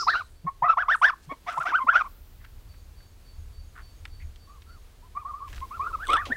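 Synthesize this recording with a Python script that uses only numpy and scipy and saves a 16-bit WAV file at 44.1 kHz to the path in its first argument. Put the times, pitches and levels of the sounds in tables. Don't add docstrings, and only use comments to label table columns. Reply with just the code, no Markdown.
import sys
import numpy as np
from scipy import signal
from scipy.fft import rfft, irfft, next_fast_len
from scipy.io import wavfile
from scipy.ndimage import uniform_filter1d

SR = 44100
rng = np.random.default_rng(int(sys.argv[2]) if len(sys.argv) > 2 else 0)


def persist_wave(psi):
    counts = np.round(np.clip(psi, -1, 1) * 32767).astype(np.int16)
    wavfile.write(sys.argv[1], SR, np.atleast_2d(counts).T)


N = 280784
T = np.arange(N) / SR

# start_s, length_s, start_pitch_hz, turning_pitch_hz, base_level_db, surge_after_start_s, surge_db,
# overtones_re_tone_db, rasp (0-1), period_doubling (0-1)
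GOOSE_CALLS = [(-0.044, 0.086, 1413, 1369, -32, 0.077, 4, -34, 0.15, 0.05),
               (0.065, 0.096, 789, 1870, -27, 0.023, 12, -23.5, 0.38, 0.16),
               (0.132, 0.095, 1162, 1543, -32.5, 0.027, 10, -15, 0.55, 0.0),
               (0.464, 0.039, 1074, 1121, -33, 0.017, 8.5, -28, 0.22, 0.15),
               (0.62, 0.067, 839, 1290, -22.5, 0.0099, 1.5, -26, 0.47, 0.51),
               (0.678, 0.068, 1273, 1337, -26.5, 0.024, 15, -22, 0.44, 0),
               (0.768, 0.074, 841, 1730, -26.0, 0.018, 5, -23, 0.54, 0.25),
               (0.833, 0.066, 935, 1293, -40, 0.018, -6, -32.5, 0.5, 0.27),
               (0.881, 0.081, 921, 1840, -21.5, 0.041, 3.5, -19, 0.43, 0.01),
               (1.014, 0.097, 921, 1878, -21, 0.035, 10, -17.5, 0.39, 0.14),
               (1.062, 0.083, 896, 1318, -36, 0.044, -11, -24.5, 0.14, 0.0),
               (1.291, 0.055, 1046, 1128, -41.3, 0.025, 8.5, -9.5, 0.01, 0.34),
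               (1.461, 0.09, 912, 1506, -39, 0.031, 11, -7, 0.93, 0.65),
               (1.528, 0.061, 1233, 1359, -39, 0.048, 5, -21, 0.9, 0.17),
               (1.57, 0.026, 789, 1060, -32, 0.0095, 7.5, -21, 0.83, 0.1),
               (1.596, 0.053, 1223, 1380, -34.0, 0.018, 6.5, -17, 0.9, 0.0),
               (1.649, 0.079, 995, 1645, -33, 0.022, 7, -9, 0.9, 0.55),
               (1.72, 0.081, 853, 1585, -26, 0.034, 9.5, -21, 0.22, 0.08),
               (1.796, 0.048, 1027, 1061, -33.5, 0.025, 9.5, -21.5, 0.0, 0.0),
               (1.865, 0.09, 886, 1707, -27, 0.03, 14.5, -24.5, 0.38, 0.15),
               (1.924, 0.099, 994, 1576, -27.5, 0.037, 15.5, -15.5, 0.59, 0.1),
               (2.003, 0.024, 1451, 1225, -25, 0.009, 1.5, -17.5, 0.35, 0.01),
               (2.042, 0.04, 975, 1193, -39, 0.0072, -1.5, -18, 0.8, 0),
               (4.47, 0.121, 1060, 1223, -59, 0.037, 9, -30, 0.56, 0.0),
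               (4.664, 0.13, 1332, 1400, -60.5, 0.044, 7.5, -20, 0.86, 0.0),
               (5.023, 0.06, 948, 1028, -60.5, 0.018, 3, -26, 0.3, 0.06),
               (5.148, 0.0906, 1050, 1246, -43.0, 0.027, 15.5, -25.5, 0.1, 0.06),
               (5.247, 0.0852, 1047, 1230, -39, 0.014, 4.5, -37, 0.4, 0.07),
               (5.331, 0.1, 1061, 1252, -45.5, 0.014, 14, -35, 0, 0.04),
               (5.402, 0.086, 1030, 1199, -43.5, 0.023, 9, -38, 0, 0.02),
               (5.61, 0.052, 1010, 1085, -43, 0.021, 11.5, -26, 0.0, 0.0),
               (5.704, 0.086, 987, 1412, -40.5, 0.025, 1.5, -22, 0.3, 0.03),
               (5.792, 0.092, 1003, 1301, -34.5, 0.016, 7, -24, 0, 0.05),
               (5.83, 0.095, 1043, 1443, -39.5, 0.04, 9.5, -32, 0.34, 0.05),
               (5.925, 0.038, 1313, 1290, -35, 0.027, 10.5, -29, 0.24, 0.03),
               (5.984, 0.1, 1022, 1684, -40.5, 0.049, 8, -24, 0.44, 0.0),
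               (6.084, 0.096, 1010, 1350, -24, 0.056, 9, -16.5, 0.33, 0.06),
               (6.144, 0.095, 1224, 1967, -33.5, 0.038, 9.5, -39, 0.67, 0.09),
               (6.176, 0.097, 1036, 1288, -40, 0.023, 10, -21, 0.1, 0.0),
               (6.301, 0.075, 1317, 2040, -38, 0.026, 19.5, -29, 0.1, 0.1)]
# frequency_hz, gain_db
THROAT_COLOUR = [(200, -25), (450, -8.5), (720, 1.5), (1100, 3.5), (1700, 3), (2200, 3.5), (2900, -4.5),
                 (3500, -3.5), (4200, -15), (5700, -10.5), (7000, -26.5), (12000, -41)]
# start_s, length_s, start_pitch_hz, end_pitch_hz, level_db, hoarseness (ratio to the tone)
GOOSE_GRUNTS = [(0.435, 0.045, 141, 188, -33.5, 0.06), (.615, 0.037, 150, 140, -41, 0.18),
                (1.268, 0.039, 137, 165.4, -43, 0.03), (1.308, 0.029, 295, 266, -42.5, 1.17),
                (1.571, 0.046, 161, 135, -46.5, 0.4), (1.833, 0.031, 283, 226.6, -43.5, 0.27),
                (6.293, 0.029, 266, 248, -33.5, 0)]
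# mode_hz, mode_level_db, t60_s
HEADBAND_MODES = [(2990, 3.5, 0.015), (3446, 4, 0.025), (6060, -6, .012), (7340, -18, 0.0061),
                  (8140, -2.5, 0.0084), (9400, -20, 0.0052), (10150, -19, .008), (12400, -25, .005)]
# start_s, level_db
HEADBAND_CATCHES = [(6.104, -36), (6.133, -23.5), (6.168, -32.5)]
# start_s, initial_level_db, centre_hz, t60_s
DRY_TICKS = [(2.447, -44, 1700, 0.036), (2.74, -56, 1492, 0.051), (3.005, -53.5, 1570, 0.033),
             (4.053, -31.5, 1960, 0.025), (4.359, -51, 3050, 0.035), (4.62, -47.5, 2520, 0.033),
             (5.479, -51.5, 2200, 0.23), (5.529, -41.5, 1590, 0.06), (5.579, -36.5, 1640, 0.021),
             (6.254, -38, 2800, 0.15), (6.263, -36, 580, 0.048)]
# start_s, length_s, level_db, centre_hz, width_hz
NOISE_RUSTLES = [(-.1, 0.35, -61, 376, 191), (0, 0.45, -74, 8150, 5000), (0.862, 0.27, -61, 8900, 3490),
                 (1.214, 0.055, -65, 4900, 7160), (1.432, .3, -62, 7600, 6660),
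                 (1.66, .08, -53.5, 349, 302), (5.679, 0.4, -61, 395, 300), (2.382, 0.11, -63, 1676, 982),
                 (3.732, .11, -52, 1444, 682), (4.187, 0.072, -59, 2100, 702),
                 (5.453, 0.2, -57.5, 1690, 5460), (5.681, 0.42, -70, 3850, 3000),
                 (6.045, 0.17, -43, 3340, 596), (6.04, 0.15, -57, 8400, 3000),
                 (6.069, 0.11, -39.5, 440, 580), (6.251, 0.12, -47, 460, 600)]
# start_s, length_s, pitch_hz, level_db
DULL_BUMPS = [(3.352, 0.088, 77.2, -41), (4.173, 0.16, 77.2, -37), (6.09, 0.071, 196, -52)]
# start_s, length_s, start_pitch_hz, end_pitch_hz, level_db, buzz (0-1)
BIRD_CHIRPS = [(-.05, 0.12, 5440, 4913, -37.5, 0.61), (0.075, 0.019, 3750, 4920, -37, 0.37),
               (.088, 0.025, 4680, 3640, -35.5, 0.62), (.09, 0.1, 4400, 4250, -52, 0.8),
               (0.133, 0.023, 3680, 4350, -41, .05), (.32, 0.14, 4520, 4510, -77, 0.03)]
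# start_in_phrase_s, length_s, pitch_hz, level_db (before the swell), buzz (0-1)
BIRD_PHRASE = [(0.0012, 0.12, 4530, -66, 0.12), (0.081, 0.074, 4520, -72, .12),
               (.09, 0.137, 6580, -75, 0.48)]
# delay_s, gain_db
YARD_ECHOES = [(.0075, -23), (0.025, -22.5), (0.046, -34.5), (.062, -40)]
# time_s, level_db (before a common trim)
WIND_LEVEL = [(0.0, -55), (0.05, -48.5), (1.54, -55.5), (2.68, -41.5), (3.3, -48.5), (3.37, -41.5),
              (3.92, -46), (4.26, -37.5), (4.34, -47), (5.42, -47), (5.55, -36), (5.73, -50), (5.78, -40.5),
              (6.37, -42.5)]
# frequency_hz, gain_db
WIND_SPECTRUM = [(12, -22.5), (20, -7), (30, 2.5), (45, -5), (75, -4), (110, -16), (150, -27), (300, -45.5),
                 (600, -83.5)]
# frequency_hz, gain_db
HUSH_SPECTRUM = [(82, -30.5), (140, 2), (398, -3.5), (465, -2), (504, -6), (1220, -9), (1960, -12),
                 (4220, -13.5), (4480, -13), (5250, -16), (15500, -20.5)]
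# time_s, gain_db
HUSH_LOUDNESS = [(0, 6.5), (.4, -2.5), (2.0, 4.5), (2.15, 1), (5.46, 1.5), (5.49, 5.5), (6.37, 7)]
# start_s, level_db (before the recorder's low-pass)
HISS_ONSETS = [(2.08, -59.5), (5.48, -65)]

REST_HZ, TURN_SHARE, GLIDE_POWER = 972, 0.623, 1.34
ATTACK_S, SAG_DB = 0.0075, 2.5
SURGE_S, SURGE_HALVES_DB = 0.015, 34
PUNCH_DB, PUNCH_S = 3, 0.012
SOFT_DB, LOUD_DB = -44.5, -25
THIN_ABOVE_HZ, THIN_DB_PER_HZ = 1700, 0.02
FLUTTER, FULL_FLUTTER_HZ = 0.42, 1620
SCRAPE_START_S, SCRAPE_S = 6.035, 0.125
SLIP_DB, SLIP_SCATTER_DB, SLIP_GROWTH_DB = -39.5, 6, 4
SONG_START_S, PHRASE_PERIOD_S, SONG_SWELL_DB = 2.665, 0.284, 3.5
YARD_DB, HISS_FADE_DB_PER_S = -62, 17
TOP_HZ = 15750


def undb(db):
    return 10 ** (np.asarray(db) / 20)


def unit(x):
    return x / np.sqrt(np.mean(x ** 2) + 1e-20)


def curve(rows):
    return np.interp(T, *np.transpose(rows))


def add(out, s, x):
    i = int(s * SR)
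    x, i = x[max(-i, 0):], max(i, 0)
    out[i:i + len(x)] += x[:max(N - i, 0)]


def colour(x, points):
    hz, db = np.transpose(points)
    size = next_fast_len(len(x) + 512)
    f = np.fft.rfftfreq(size, 1 / SR) + 1e-3
    gain = undb(np.interp(np.log(f), np.log(hz), db))
    return irfft(rfft(x, size) * gain, size)[:len(x)]


def band(x, hz, width_hz):
    hz = min(hz, SR / 2.3)
    g, k = np.tan(np.pi * hz / SR), width_hz / hz
    b = [k * g, 0, -k * g]
    a = [1 + k * g + g * g, 2 * g * g - 2, 1 - k * g + g * g]
    return signal.lfilter(b, a, signal.lfilter(b, a, x))


def walk(size, rate):
    k = max(int(SR / rate), 1)
    steps = np.repeat(rng.standard_normal(size // k + 1), k)
    return uniform_filter1d(steps, k)[:size] * np.sqrt(1.5)


def gliding_pitch(progress, start_hz, turn_hz):
    from_turn = np.maximum(1 - progress / TURN_SHARE, (progress - TURN_SHARE) / (1 - TURN_SHARE))
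    end_hz = np.where(progress < TURN_SHARE, start_hz, REST_HZ)
    return turn_hz + (end_hz - turn_hz) * from_turn ** GLIDE_POWER


def syrinx_tone(phase, apart, surge, progress, turn_hz, shimmer=0.14, throb_db=2.0):
    n = len(phase)
    flutter = FLUTTER * np.clip((turn_hz - REST_HZ) / (FULL_FLUTTER_HZ - REST_HZ), 0, 1)
    second_side = flutter * (1 - surge) * np.clip(4 * progress - 1, 0, 1)
    throb = undb(throb_db * (1 - surge) * walk(n, 130))
    first = np.sin(phase) * (1 + shimmer * walk(n, 400)) * throb
    return (first + second_side * np.sin(phase - apart)) / np.sqrt(1 + second_side ** 2)


def period_doubling(phase, hz, progress, amount, windpipe_hz, doubling_gain=0.94):
    n = len(phase)
    pipe = 2 * np.pi * windpipe_hz * T[:n] + .5 * walk(n, 270)
    strength = amount * np.exp(-((hz - 1220) / 170) ** 2) * np.minimum(2 - 2 * progress, 1)
    return doubling_gain * strength * (np.sin(pipe) + .5 * np.sin(phase + pipe))


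def membrane_overtones(phase, edge_db, smear=0.22):
    n = len(phase)
    slope = np.clip(2.56 - (edge_db + 44) / 7, 1.3, 4)
    return sum(undb(4 * walk(n, 110)) * np.sin(k * phase + smear * k * walk(n, 500)) / k ** slope
               for k in np.arange(2, 6))


def honk(row, jitter=0.014, beat_hz=128, windpipe_hz=720, windpipe_width_hz=260, low_rasp_db=-22,
         edge_sag_db=4, rasp_onset_s=.008):
    _, length, start_hz, turn_hz, db, surge_at, surge_db, overtone_db, rasp, doubling = row
    n, rasp = int(length * SR), np.clip(rasp, 0, 1)
    t, progress = T[:n], np.linspace(0, 1, n)
    hz = gliding_pitch(progress, start_hz, turn_hz)
    unsteady = 1 + jitter * (1 + 2 * rasp) * walk(n, 700)
    phase = 2 * np.pi * np.cumsum(hz * unsteady) / SR

    gate = np.sin(np.pi / 2 * np.clip(np.minimum(t, t[-1] - t) / ATTACK_S, 0, 1)) ** 2
    surge_width_s = SURGE_S * .5 ** (surge_db / SURGE_HALVES_DB)
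    surge = np.exp(-np.abs((t - surge_at) / surge_width_s) ** 1.6)
    punch_db = np.interp(db, [SOFT_DB, LOUD_DB], [0, PUNCH_DB]) * np.exp(-t / PUNCH_S)
    thinning_db = THIN_DB_PER_HZ * np.maximum(hz - THIN_ABOVE_HZ, 0)
    effort = gate * undb(db + punch_db + surge_db * surge - SAG_DB * (progress - .5) - thinning_db)

    apart = 2 * np.pi * np.cumsum(beat_hz * (1 + 0.22 * walk(n, 40))) / SR
    tone = syrinx_tone(phase, apart, surge, progress, turn_hz)
    doubled = period_doubling(phase, hz, progress, doubling, windpipe_hz)

    edge_db = 20 * np.log10(np.sqrt(np.mean(effort ** 2))) + overtone_db
    overtones = membrane_overtones(phase, edge_db) * undb(-edge_sag_db * progress)
    chopped = rng.standard_normal(n) * (1 + .7 * np.sin(phase)) * (1 + 0.41 * np.cos(apart))
    chopped *= np.minimum(t / rasp_onset_s, 1)
    strain = effort ** 0.63 * np.sin(np.pi * progress).clip(0) ** 0.58
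    blend = np.sqrt(1 - rasp * 0.93) * unit(overtones) + 2.0 * rasp * unit(chopped)
    edge = colour(strain * blend, THROAT_COLOUR)
    growl = undb(low_rasp_db) * rasp * unit(band(chopped, windpipe_hz, windpipe_width_hz))
    return np.sqrt(2) * effort * (tone + doubled + growl) + undb(edge_db) * unit(edge)


def grunt(length, start_hz, end_hz, db, hoarse, breath_hz=560, breath_width_hz=600):
    n = int(length * SR)
    phase = 2 * np.pi * np.cumsum(np.linspace(start_hz, end_hz, n)) / SR
    rough = unit(band(rng.standard_normal(n) * (1 + np.sin(phase)), breath_hz, breath_width_hz))
    voice = np.sin(phase) + 0.086 * np.sin(2 * phase) + hoarse * rough
    return undb(db) * np.sqrt(2) * np.hanning(n) * voice


def geese():
    out = np.zeros(N)
    for row in GOOSE_CALLS:
        add(out, row[0], honk(row))
    for s, *settings in GOOSE_GRUNTS:
        add(out, s, grunt(*settings))
    return out


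def slips(count=6):
    along = (np.arange(count) + rng.random(count)) / count
    level_db = SLIP_DB - SLIP_GROWTH_DB * (1 - along) + SLIP_SCATTER_DB * rng.standard_normal(count)
    return list(zip(SCRAPE_START_S + SCRAPE_S * along, level_db))


def headband(contact_s=0.00048):
    out, t = np.zeros(N), T[:SR // 20]
    for s, db in HEADBAND_CATCHES + slips():
        push = rng.standard_normal(len(t)) * np.exp(-t / contact_s)
        ring = np.zeros(len(t))
        for hz, mode_db, t60 in HEADBAND_MODES:
            detuned_hz = hz * (1 + 0.0074 * rng.standard_normal())
            ring += undb(mode_db - 60 * t / t60) * np.sin(2 * np.pi * detuned_hz * t)
        knock = signal.fftconvolve(push, ring)[:len(t)]
        add(out, s, undb(db) * knock / np.std(knock[:SR // 400]))
    return out


def ticks(tick_width=0.96):
    out = np.zeros(N)
    for s, db, hz, t60 in DRY_TICKS:
        t = T[:int(2 * t60 * SR)]
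        noise = unit(band(rng.standard_normal(len(t)), hz, tick_width * hz))
        add(out, s, undb(db - 60 * t / t60) * noise)
    return out


def rustles(grain_db=4, crackle_rate=130, crackle_db=17):
    out = np.zeros(N)
    for s, length, db, hz, width_hz in NOISE_RUSTLES:
        n = int(length * SR)
        strikes = rng.random(n) < crackle_rate / SR
        crackles = signal.lfilter([1], [1, -np.exp(-1 / (0.00024 * SR))], strikes)
        grains = rng.standard_normal(n) * (undb(grain_db * walk(n, 500)) + undb(crackle_db) * crackles)
        add(out, s, undb(db) * unit(band(grains * np.hanning(n), hz, width_hz)))
    return out


def bumps():
    out = np.zeros(N)
    for s, length, hz, db in DULL_BUMPS:
        n = int(length * SR)
        phase = 2 * np.pi * hz * T[:n] + 0.093 * walk(n, 39.9)
        add(out, s, undb(db) * np.sqrt(2) * np.hanning(n) * np.sin(phase))
    return out


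def song_notes(count=8, pitch_scatter=0.00784):
    swell_db = SONG_SWELL_DB * (np.sin(np.pi * (np.arange(count) + .5) / count) - 1)
    detune = 1 + pitch_scatter * rng.standard_normal((count, 2))
    return [(SONG_START_S + k * PHRASE_PERIOD_S + s, length, *(hz * detune[k]), db + swell_db[k], buzz)
            for k in range(count) for s, length, hz, db, buzz in BIRD_PHRASE]


def birds(buzz_width_hz=1700):
    out = np.zeros(N)
    for s, length, start_hz, end_hz, db, buzz in BIRD_CHIRPS + song_notes():
        n, buzz = int(length * SR), np.clip(buzz, 0, 1)
        hz = np.linspace(start_hz, end_hz, n) * (1 + 0.0037 * walk(n, 400))
        phase = 2 * np.pi * np.cumsum(hz) / SR
        harsh = unit(band(rng.standard_normal(n), (start_hz + end_hz) / 2, buzz_width_hz * max(buzz, .2)))
        note = (1 - buzz) * np.sqrt(2) * np.sin(phase) + buzz * harsh
        envelope = np.hanning(n) ** .5 * (1 + 0.25 * walk(n, 90))
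        add(out, s, undb(db) * unit(envelope * note))
    return out


def yard_echo(x, tail_db, t60):
    t = T[:SR // 2]
    response = band(rng.standard_normal(len(t)), 2270, 9000) * undb(-60 * t / t60) * np.minimum(t / 0.018, 1)
    response *= undb(tail_db) / np.linalg.norm(response)
    for delay, db in YARD_ECHOES:
        response[int(delay * SR)] += undb(db)
    return signal.fftconvolve(x, response)[:N]


def wind(trim_db=-1.5):
    rumble = unit(colour(rng.standard_normal(N), WIND_SPECTRUM))
    return rumble * undb(curve(WIND_LEVEL) + trim_db)


def hush():
    noise = unit(colour(rng.standard_normal(N), HUSH_SPECTRUM))
    return noise * undb(YARD_DB + curve(HUSH_LOUDNESS) + .5 * walk(N, 11))


def hiss():
    high_pass = signal.butter(12, 12200, "high", fs=SR, output="sos")
    noise = unit(signal.sosfilt(high_pass, rng.standard_normal(N)))
    fading = sum((T > s) * undb(db - HISS_FADE_DB_PER_S * np.abs(T - s)) for s, db in HISS_ONSETS)
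    return noise * fading


def scene():
    near = geese() + headband() + ticks() + rustles() + bumps()
    song = birds()
    near_echo = yard_echo(near, tail_db=-40.0, t60=0.47)
    song_echo = yard_echo(song, tail_db=-11.5, t60=0.26)
    return (near + near_echo + song + song_echo + wind() + hush() + hiss())[None]


def record(dry):
    return signal.sosfilt(signal.ellip(10, .1, 80, TOP_HZ, fs=SR, output="sos"), dry)


dry = scene()
out = record(dry)
persist_wave(out)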